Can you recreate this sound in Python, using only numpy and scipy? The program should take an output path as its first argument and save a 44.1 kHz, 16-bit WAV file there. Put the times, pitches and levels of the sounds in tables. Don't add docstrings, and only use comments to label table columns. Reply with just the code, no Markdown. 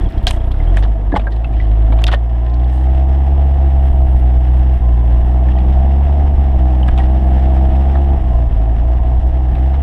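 import sys
import numpy as np
from scipy import signal
from scipy.fft import rfft, irfft, next_fast_len
from scipy.io import wavfile
from scipy.ndimage import uniform_filter1d

SR = 44100
rng = np.random.default_rng(int(sys.argv[2]) if len(sys.argv) > 2 else 0)


def attenuation_scalar(level_db):
    decades = np.asarray(level_db, float) / 20
    return 10 ** decades


def log_audio(samples):
    frames = np.atleast_2d(samples).T
    limited = np.clip(frames, -1, 1)
    pcm = np.round(limited * 32767).astype(np.int16)
    wavfile.write(sys.argv[1], SR, pcm)


N = 433062

# (time [s], firing rate [Hz])
ENGINE_SPEED = [(0.5, 29.65), (0.87, 53.08), (1.07, 48.15), (1.4, 56.3), (1.63, 52.43), (3.35, 68.9),
                (3.98, 66.27), (4.27, 61.15), (4.72, 63.23), (5.07, 58), (6.2, 71.18), (6.72, 62.65),
                (7.4, 64.6), (8.12, 69.2), (8.6, 55.03), (8.92, 60.53), (9.58, 62.43), (9.8, 69.5)]
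# (time [s], change of firing rate [Hz], half length [s])
SPEED_BENDS = [(0.736, 2.5, 0.092), (1.401, .5, .14), (1.939, -0.88, 0.18), (2.302, .5, 0.09),
               (2.419, -1.5, 0.29), (2.497, 0, 0.077), (3.918, -0.44, .3), (4.885, -1.62, .1),
               (5.322, 0.99, .07), (5.659, -1.4, .18), (6.242, .5, .2), (6.596, -1.02, .07),
               (6.944, -0.67, .13), (7.697, -0.91, 0.13), (8.301, -1.25, .06), (8.446, -2.5, 0.29),
               (8.462, 1.33, 0.051), (8.779, -0.7, 0.077), (8.946, 0.2, 0.051), (9.062, -0.7, 0.049),
               (9.346, 2.1, .1), (9.56, 0, .05)]
# (time [s], firing strength [dB], panel ring [dB])
THROTTLE = [(0, -3, -3.5), (.5, -3, -10), (.7, 1, -3), (.95, -7.5, -11), (1.3, -9.5, -13.5), (1.75, -2, -9),
            (2.0, -1.5, -4.5), (2.2, -6, -12), (3.1, -0.1, -2.5), (3.7, 0.5, -3), (4.9, -1, -6.5),
            (5.6, -1.1, -3.5), (5.98, 0.8, -2), (7.0, -1, -2.5), (8.15, 0, 0.5), (8.19, -2.5, -4.5),
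            (8.7, -3.5, -7), (9.82, -2, -4.5)]
# (time [s], strength [dB])
STALL_FIRINGS = [
    (.008, -2),
    (0.031, 1.5),
    (0.059, 2),
    (.079, -9),
    (0.142, -5),
    (0.172, 3.5),
    (.192, -14),
    (0.234, 1.5),
]
# (time [s], loss [dB])
WEAK_FIRINGS = [(1.476, -9), (3.916, -10), (4.066, -6.5), (4.192, -4.5), (4.773, -5), (4.801, -30),
                (4.974, -5.5), (6.365, -14), (6.516, -7), (6.577, -9), (6.921, -24), (7.685, -4.5),
                (7.704, -7), (8.158, 0), (8.202, -5.5), (8.23, -14.5), (8.283, -0.5), (8.486, -3),
                (8.502, -12), (8.542, -16.5), (8.997, -8.5), (9.044, -9), (9.208, -15.5), (9.289, -1.5),
                (9.321, -10.5), (9.417, -2.5), (9.562, -4)]
# (pitch [Hz], width [Hz], level [dB])
EXHAUST_CHAMBERS = [(50.26, 35.2, -1.5), (104, 62.7, -6)]
# (frequency [Hz], level [dB])
PANEL_RESPONSE = [(165, -50), (180, -39), (192, -32), (208, -41), (235, -41), (262, -35.5), (290, -31),
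                  (318, -27.5), (338, -32), (355, -33), (385, -39.5), (435, -48), (505, -42), (570, -44),
                  (615, -52), (655, -27.5), (690, -33.5), (725, -29), (760, -33), (815, -34), (870, -44),
                  (915, -42), (980, -53), (1200, -60)]
# (time [s], level [dB])
LOOSE_PLATE = [(0, 1.5), (1.9, -3), (2.6, -15), (3.5, 2.5), (4.3, -6.5), (5.3, 6), (6.1, 9.5), (6.7, 5.5),
               (8.1, 7.5), (8.5, 7.5), (9.82, -6.5)]
# (time [s], level [dB])
ORDER_HUM = [(0, -32), (2.2, -15.5), (2.9, -5), (3.5, -7), (4.5, -2), (5.6, 3), (6.1, -1.5), (7.3, 1),
             (8.1, 0.5), (8.5, -8.5), (8.9, -9), (9.5, -3), (9.82, -2.5)]
# (time [s], level [dB])
GEAR_WHINE = [(0, -6), (2.2, -3), (2.5, 2), (2.8, 0), (4.7, -3), (4.9, 4), (5.2, -2), (5.45, 4), (8.1, 3),
              (8.25, 7), (8.42, 2), (8.6, -6), (8.88, -8), (9.0, 2), (9.2, 0), (9.82, 0)]
# (time [s], rumble [dB])
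RUTS = [(.11, -30), (.22, -23), (.9, -22), (1.15, -18), (1.55, -16), (3.55, -23.5), (3.9, -21.5),
        (4.4, -24.5), (4.95, -16.5), (5.22, -17), (5.5, -32), (5.75, -15), (6.021, -30), (6.38, -18.5),
        (6.929, -25.5), (7.251, -27), (7.6, -30.5), (7.85, -31), (8.15, -18.5), (8.36, -17), (8.55, -15),
        (8.8, -13.5), (8.99, -22), (9.19, -16.5), (9.35, -27), (9.52, -19)]
# (frequency [Hz], level [dB per Hz])
ROAR_COLOUR = [(90, -12), (200, -8), (330, -7), (385, -10), (435, -14.5), (500, -11.5), (615, -14),
               (655, -2), (720, -9.5), (770, -7.5), (860, -15.5), (920, -13), (980, -17.5), (1350, -29.5)]
# (frequency [Hz], level [dB per Hz])
RATTLE_COLOUR = [(710, -22.5), (1200, -2.5), (1520, -4), (1680, 0), (1980, -3), (2400, -9.5), (2800, -6.5),
                 (3390, -10), (3830, -17), (4550, -24.5), (5230, -20.5), (6490, -31), (8560, -28.5),
                 (9500, -36), (12400, -65), (20900, -120)]
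# (frequency [Hz], level [dB per Hz])
SPRAY_COLOUR = [(7000, -21), (8500, -5), (9600, -7.5), (10800, -2.5), (12000, -11.5), (14000, -8.5),
                (15700, -10.5)]
# (time [s], level [dB])
THROWN_SNOW = [(0, 1), (2.2, -1.5), (2.62, -3), (2.78, 2), (2.95, -3.5), (3.5, -2), (3.8, 3.5), (4.7, 1),
               (5.2, 1), (6.0, -3), (6.5, -4), (7.0, 1), (7.6, 2.5), (8.0, -3), (8.3, -0.5), (9.1, -6),
               (9.6, 0.5), (9.82, -3)]
# (time [s], peak [dB])
ICE_CRUMBS = [(0.0337, -50.5), (0.102, -47.5), (0.1221, -49.5), (0.1781, -45), (0.2279, -48.5),
              (0.243, -47.5), (0.516, -44), (0.6841, -48), (1.308, -54.5), (1.486, -57), (1.5257, -58.5),
              (1.8309, -53.5), (1.9268, -49), (2.3234, -59), (2.6429, -54.5), (2.7342, -52),
              (8.2178, -54.5), (8.2666, -54), (8.4023, -60.5), (8.4432, -55.5), (8.5283, -52),
              (8.8395, -55), (9.094, -61), (9.2366, -59.5), (9.2768, -48.5), (9.548, -49), (9.615, -56)]
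# (time [s], peak [dB], ring [Hz], fade by 60 dB [s], snap [dB])
WOOD_BLOWS = [(0.1486, -33.5, 1500, 0.06, -29.5), (0.2687, -0.5, 3300, 0.023, -17.5),
              (0.2762, -7, 3930, 0.02, -18), (0.2811, -14, 5250, 0.014, -18.5),
              (0.2846, -13.5, 3510, 0.065, -19), (0.3085, -8, 2800, 0.02, -10),
              (.349, -36.5, 1900, .025, -39), (0.516, -25, 3200, 0.045, -23),
              (.6833, -33, 1700, 0.013, -15), (0.7692, -12, 2335, 0.07, -18.5),
              (0.845, -18, 1900, 0.09, -42), (1.1191, -17.5, 1675, 0.055, -36),
              (1.153, -14, 1770, 0.035, -38), (1.1608, -8.5, 2110, 0.05, -27),
              (1.1936, -20, 2390, 0.08, -32.5), (1.268, -23, 1900, 0.069, -33),
              (1.444, -21, 2210, 0.034, -39), (1.5359, -29.5, 2480, 0.094, -25.5),
              (1.9225, -18.5, 2230, 0.05, -39.5), (1.934, -26.5, 2070, 0.028, -40),
              (1.9872, -18.5, 2380, 0.06, -42), (2, -27.5, 2170, 0.035, -41),
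              (2.0183, -18.5, 2240, 0.034, -18), (2.0401, -4.5, 3120, 0.016, -16),
              (2.0673, -8, 3780, 0.024, -23), (2.0786, -11, 3000, 0.044, -24.5),
              (2.0857, -12, 1400, 0.047, -40), (2.104, -29.5, 2580, .02, -37),
              (2.1149, -18, 2205, .025, -26), (2.121, -18.5, 2570, 0.026, -28.5),
              (2.1278, -9.5, 2810, 0.027, -28), (2.1347, -10, 1900, 0.039, -24),
              (2.1401, -12.5, 2920, 0.034, -28.5), (2.145, -19, 1900, 0.057, -24),
              (6.881, -14.5, 2324, 0.054, -22),
    (6.8856, -22, 1800, 0.031, -31.5),
    (6.9771, -17, 2630, 0.049, -25.5),
    (6.985, -19, 2310, 0.037, -25),
    (7.9524, -19.5, 1600, 0.09, -38),
    (9.552, -28.5, 2600, 0.08, -30),
    (9.7406, -21.5, 2180, 0.0592, -42),
]
# (time [s], peak [dB], ring [Hz])
TWIG_TIPS = [(.0882, -37, 3600), (.1226, -37, 3600), (.179, -33, 3900), (.2279, -39, 3600),
             (.4431, -33, 2600), (.477, -33, 2000), (.5718, -33, 2200), (.7209, -33, 2600),
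             (1.323, -35, 4000), (1.363, -34, 3100), (1.713, -31, 2400), (1.768, -32, 2000),
             (1.824, -27, 2200), (1.878, -31, 2000), (2.463, -35, 3000), (2.497, -36, 3500),
             (2.54, -35, 4000), (2.595, -36, 3200), (2.643, -34, 3400), (5.467, -30, 2400),
             (5.485, -29, 2600), (5.5175, -27, 2600), (5.586, -28, 2800)]
# (time [s], level [dB], pitch [Hz], fade by 60 dB [s])
PANEL_KNOCKS = [(.2700, -15, 735, 0.056), (.2695, -19.5, 1600, .045), (1.272, -24, 560, .05),
                (0.771, -8, 1797, 0.01), (.7750, -34, 1700, 0.038), (1.127, -10, 288, 0.089),
                (1.14, -9.5, 680, 0.049), (1.123, -22, 1690, 0.055), (1.14, -14.5, 185.6, 0.14),
                (1.1630, -5.5, 827, 0.05), (1.16, -13.5, 2100, 0.022), (1.2698, -16, 1605, 0.044),
                (1.6, -24.5, 1996, 0.053), (1.445, -21.5, 2640, 0.029), (1.926, -21, 840, 0.045),
                (1.9, -18.5, 261, 0.083), (2.0860, -16.5, 750, 0.039), (2.1370, -11.5, 588, 0.032),
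                (6.83, -27, 3000, 0.036), (6.884, -14, 189, 0.062), (6.883, -25, 1650, .04),
                (7, -25.5, 1900, .04), (6.9900, -20, 780, 0.12), (9.525, -16.5, 152.5, 0.093),
                (1.1208, -24, 940, 0.022), (1.17, -10, 840, 0.024), (1.195, -12, 673, 0.019),
                (2.137, -15.5, 1815, 0.058)]
# (time [s], level [dB], pitch [Hz], fade by 60 dB [s])
FITTING_PINGS = [(.009, -40, 3400, .06), (.058, -39, 3300, .05), (.071, -43, 3150, .04),
                 (.177, -39, 3250, .05), (.222, -39, 1850, .04), (.238, -42, 3150, .04),
                 (.369, -41, 3300, .04), (.403, -39, 3250, .05), (.599, -33, 2050, .07),
                 (.6725, -38, 3180, .08), (.70, -40, 3300, .04), (.741, -37, 1890, .06),
                 (5.4865, -29, 1750, .03), (5.564, -39, 3100, .06), (5.576, -36, 1900, .06)]
# (time [s], peak [dB])
DOOR_BUMPS = [(0.146, -21), (0.369, -28), (0.718, -18), (3.559, -22), (4.72, -26), (6.867, -19),
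              (7.154, -22), (7.245, -23), (7.306, -22), (7.567, -20.5), (8.178, -23), (9.362, -31)]
# (start [s], length [s], level [dB], brightness [dB])
TWIG_DRAGS = [(0.268, 0.115, -33, 10), (0.778, 0.051, -42.5, 10.5), (0.825, 0.037, -33, -25),
              (1.154, 0.075, -45.5, 2.5), (1.304, 0.086, -43, 1), (1.537, 0.22, -44, -20),
              (2.074, 0.0295, -32, -8.5), (2.114, 0.05, -23.5, -8.5), (1.165, 0.019, -22.5, -7),
              (6.987, 0.078, -39.5, 2), (0.624, 0.067, -49.5, -7), (2.709, 0.18, -46.5, 9),
              (5.436, 0.28, -53, -15)]
# (pitch [Hz], width [Hz], level [dB])
PAINTED_METAL = [(680, 770, 7.5), (1860, 190, 1.5), (3000, 560, 0.5), (5100, 360, -36)]

FIRST_STEADY_S = .269
SMOOTH_HZ = 56
LUGGING_HZ = 47.77
DOOR_HZ, DOOR_DB, DOOR_T60_S = 694, -34, 0.061


def curves(table):
    s, *columns = np.transpose(table)
    return [np.interp(np.arange(N) / SR, s, c) for c in columns]


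def bumps_in_time(events):
    t = np.arange(0, N, 64) / SR
    swell = sum(height * np.exp(-((t - s) / half_s) ** 2) for s, height, half_s in events)
    return np.interp(np.arange(N) / SR, t, swell)


def unit(x):
    return x / np.sqrt(np.mean(x ** 2))


def band(x, lo_hz, hi_hz, order=2):
    return signal.sosfilt(signal.butter(order, [lo_hz, hi_hz], "band", fs=SR, output="sos"), x)


def ring(x, hz, width_hz):
    r, w = np.exp(-np.pi * width_hz / SR), 2 * np.pi * hz / SR
    return signal.lfilter([np.sin(w)], [1, -2 * r * np.cos(w), r * r], x)


def walk(rate):
    place = np.arange(N) * rate / SR
    levels = rng.standard_normal(N // 40)[:int(place[-1]) + 2]
    return 1.2 * np.interp(place, np.arange(len(levels)), levels)


def coloured(x, shape, flicker_db):
    hz, db = np.transpose(shape)
    size = next_fast_len(N)
    octave = np.log2(np.arange(1, size // 2 + 2) * SR / size)
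    gain = attenuation_scalar(np.interp(octave, np.log2(hz), db, left=-90, right=-90))
    spectrum = rfft(x, size) * gain
    centres = np.arange(np.log2(hz[0]), min(np.log2(hz[-1]), np.log2(SR / 3)) + .5, .5)
    out = np.zeros(N)
    for centre in centres:
        part = irfft(spectrum * np.clip(1 - 2 * abs(octave - centre), 0, 1), size)[:N]
        out += part * attenuation_scalar(flicker_db * walk(18))
    return unit(out)


def revs():
    return curves(ENGINE_SPEED)[0] + bumps_in_time(SPEED_BENDS)


def firings():
    turns = np.cumsum(revs()) / SR
    turns -= turns[int(FIRST_STEADY_S * SR)]
    at = np.flatnonzero((np.diff(np.floor(turns)) > 0) & (turns[1:] >= 0))
    db = 1.17 * rng.standard_normal(N // 400)[:len(at)]
    for s, loss_db in WEAK_FIRINGS:
        db[np.argmin(abs(at / SR + .007 - s))] += 0.98 * loss_db
    clicks = np.zeros(N)
    clicks[at] = attenuation_scalar(db)
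    for s, stall_db in STALL_FIRINGS:
        clicks[int(s * SR)] = attenuation_scalar(stall_db)
    return clicks, turns


def vigour(clicks):
    return uniform_filter1d(uniform_filter1d(clicks, size=1400), size=1000) * SR / revs()


def lugging_strokes(clicks):
    return np.flatnonzero((clicks > 0) & (curves(ENGINE_SPEED)[0] < LUGGING_HZ)) / SR


def exhaust(clicks):
    pushes = clicks * attenuation_scalar(curves(THROTTLE)[0])
    boom = sum(attenuation_scalar(db) * ring(pushes, hz, width) for hz, width, db in EXHAUST_CHAMBERS)
    tailpipe = signal.butter(3, 90, fs=SR, output="sos")
    return attenuation_scalar(3) * band(signal.sosfilt(tailpipe, boom), 22, 1700, order=1)


def panels(turns, even):
    hz = np.gradient(turns) * SR
    panel_db = curves(THROTTLE)[1]
    strength = np.minimum(even, 1.3) * attenuation_scalar(panel_db - 0.5) * np.minimum(hz / SMOOTH_HZ, 1) ** 0.79
    panel_hz, through_db = np.transpose(PANEL_RESPONSE)
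    plate_db, = curves(LOOSE_PLATE)
    crank = .14 * np.cos(2 * np.pi * turns / 3)
    upper = np.zeros(N)
    for k in range(3, 15):
        db = np.interp(np.log(k * hz[::8]), np.log(panel_hz), through_db, left=-90) + .6 * walk(6)[::8]
        if k == 3:
            db = db + plate_db[::8]
        level = np.repeat(attenuation_scalar(db), repeats=8)[:N]
        upper += level * np.sin(2 * np.pi * (k * turns + (k > 8) * crank + rng.random()))
    return strength * upper


def order_hum(turns):
    level = attenuation_scalar(-35.5 + curves(ORDER_HUM)[0] + 1.5 * walk(3))
    return level * np.sin(2 * np.pi * 3.34 * turns + .3 * walk(4))


def gears(turns):
    teeth = 17.35
    hz = np.gradient(turns) * SR
    case = 0.17 + 1 / (1 + ((teeth * hz - 1030) / 22) ** 2)
    level = attenuation_scalar(-45.5 + curves(GEAR_WHINE)[0] + 1.5 * walk(7))
    return level * case * np.sin(2 * np.pi * teeth * turns)


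def rumble():
    gain = attenuation_scalar(-33.5) + bumps_in_time([(s, attenuation_scalar(db), 0.1) for s, db in RUTS])
    return unit(band(rng.standard_normal(N), 18, 70)) * gain * attenuation_scalar(-5.0 + 0.57 * walk(15))


def effort_level(db, per_panel_db, db_per_octave):
    octaves = np.log2(curves(ENGINE_SPEED)[0] / 65)
    return db + per_panel_db * curves(THROTTLE)[1] + db_per_octave * octaves


def throb(turns):
    return np.cos(2 * np.pi * (turns - .2))


def roar(turns, even):
    noise = coloured(rng.standard_normal(N) * attenuation_scalar(.9 * throb(turns)), ROAR_COLOUR, flicker_db=.5)
    level_db = effort_level(-30, 0.28, 0.23) - 1.5 + 0.16 * curves(LOOSE_PLATE)[0]
    return noise * np.clip(even, .3, 1.1) ** 0.53 * attenuation_scalar(level_db)


def rattle(turns):
    grains = rng.standard_normal(N) * attenuation_scalar(1.2 * throb(turns) + 1.6 * walk(150) + walk(25))
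    return coloured(grains, RATTLE_COLOUR, flicker_db=0.5) * attenuation_scalar(effort_level(-44, 0.62, -0.87))


def spray():
    gusts = attenuation_scalar(2 * walk(60) + .6 * walk(2.4) + curves(THROWN_SNOW)[0])
    hiss = coloured(rng.standard_normal(N) * gusts, SPRAY_COLOUR, flicker_db=2.0)
    return hiss * attenuation_scalar(effort_level(-70.5, 0.34, -1.2))


def belly():
    slow = np.clip(1.15 - revs() / SMOOTH_HZ, 0, .35) / .35
    return attenuation_scalar(-35.5 + 1.5 * walk(20)) * slow * unit(band(rng.standard_normal(N), 128, 290))


def ringing_metal(clicks):
    out, t = np.zeros(N + 4096), np.arange(4096) / SR
    strokes = [(s + 0.0022, DOOR_DB + 2 * rng.standard_normal(), DOOR_HZ, DOOR_T60_S)
               for s in lugging_strokes(clicks)]
    bumps = [(s, db - 4.5, DOOR_HZ, DOOR_T60_S) for s, db in DOOR_BUMPS]
    for s, db, hz, t60 in PANEL_KNOCKS + FITTING_PINGS + strokes + bumps:
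        wobble = (1 - np.exp(-t / .0007)) * (1 + 4 * band(rng.standard_normal(len(t)), 30, 250))
        out[int(s * SR):][:len(t)] += attenuation_scalar(db - 60 * t / t60) * np.sin(2 * np.pi * hz * t) * wobble
    return out[:N]


def twigs(clicks):
    out, t = np.zeros(N + 4096), np.arange(4096) / SR
    ticks = [(s + 0.0032, -32.5 + 3.8 * rng.standard_normal(), 2000, 0.035, -40)
             for s in lugging_strokes(clicks)]
    tips = [(s, db, hz, 0.038, -28.5) for s, db, hz in TWIG_TIPS]
    for s, db, hz, t60, snap_db in WOOD_BLOWS + ticks + tips:
        fade = attenuation_scalar(-60 * t / np.clip(t60, .012, .08)) * (1 - np.exp(-t / 0.0001))
        unevenness = uniform_filter1d(rng.standard_normal(len(t)), size=40)
        ragged = attenuation_scalar(11 * unevenness * 2 * np.minimum(t / .004, 1))
        crack = rng.standard_normal(len(t)) * fade * ragged
        blow = band(crack, 1200, max(3800, 1.4 * hz), order=4) + .15 * ring(crack, hz, 400)
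        thud_db = -22 * max(np.log2(hz / 1900), 0)
        blow += attenuation_scalar(thud_db) * 7.9 * band(crack, 400, 1800, order=4)
        snap = band(rng.standard_normal(len(t)) * ragged * fade ** 2.2, 4200, 9500)
        blow += attenuation_scalar(snap_db) * 3.5 * snap
        out[int(s * SR):][:len(t)] += attenuation_scalar(db) * blow / abs(blow).max() * 0.62
    return out[:N]


def crumbs():
    out, t = np.zeros(N + 1024), np.arange(1024) / SR
    for s, db in ICE_CRUMBS:
        peck = band(rng.standard_normal(len(t)) * attenuation_scalar(-60 * t / .018), 7600, 14500)
        out[int(s * SR):][:len(t)] += attenuation_scalar(db - 1) * peck / abs(peck).max()
    return out[:N]


def scrapes():
    grains = rng.standard_normal(N) * attenuation_scalar(4.5 * walk(700) + 2.2 * walk(160))
    dull = unit(sum(attenuation_scalar(db) * unit(ring(grains, hz, width)) for hz, width, db in PAINTED_METAL))
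    dull = band(dull, 300, 5500, order=4)
    fine_grains = rng.standard_normal(N) * attenuation_scalar(1.5 * walk(500) + 1.2 * walk(120))
    bright = unit(band(fine_grains, 4300, 10500))
    bright = unit(bright + 0.55 * unit(ring(bright, 8700, 500)))
    out = np.zeros(N)
    for s, length, db, bright_db in TWIG_DRAGS:
        swell = np.sin(np.pi * np.linspace(0, 1, int(length * SR)) ** .45) ** .9
        part = slice(int(s * SR), int(s * SR) + len(swell))
        out[part] += attenuation_scalar(db) * swell * (dull[part] + attenuation_scalar(bright_db - 24.0) * bright[part])
    return out


def scene():
    clicks, turns = firings()
    even = vigour(clicks)
    engine = exhaust(clicks) + panels(turns, even) + order_hum(turns) + gears(turns)
    body = rumble() + roar(turns, even) + rattle(turns) + spray() + belly()
    side = ringing_metal(clicks) + twigs(clicks) + crumbs() + scrapes()
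    return (engine + body + side)[None]


def roll_off(x):
    return signal.sosfilt(signal.butter(12, 15710, fs=SR, output="sos"), x)


def record(dry):
    mix = np.tanh(0.74 * dry) / 0.63
    return roll_off(mix)


dry = scene()
out = record(dry)
log_audio(out)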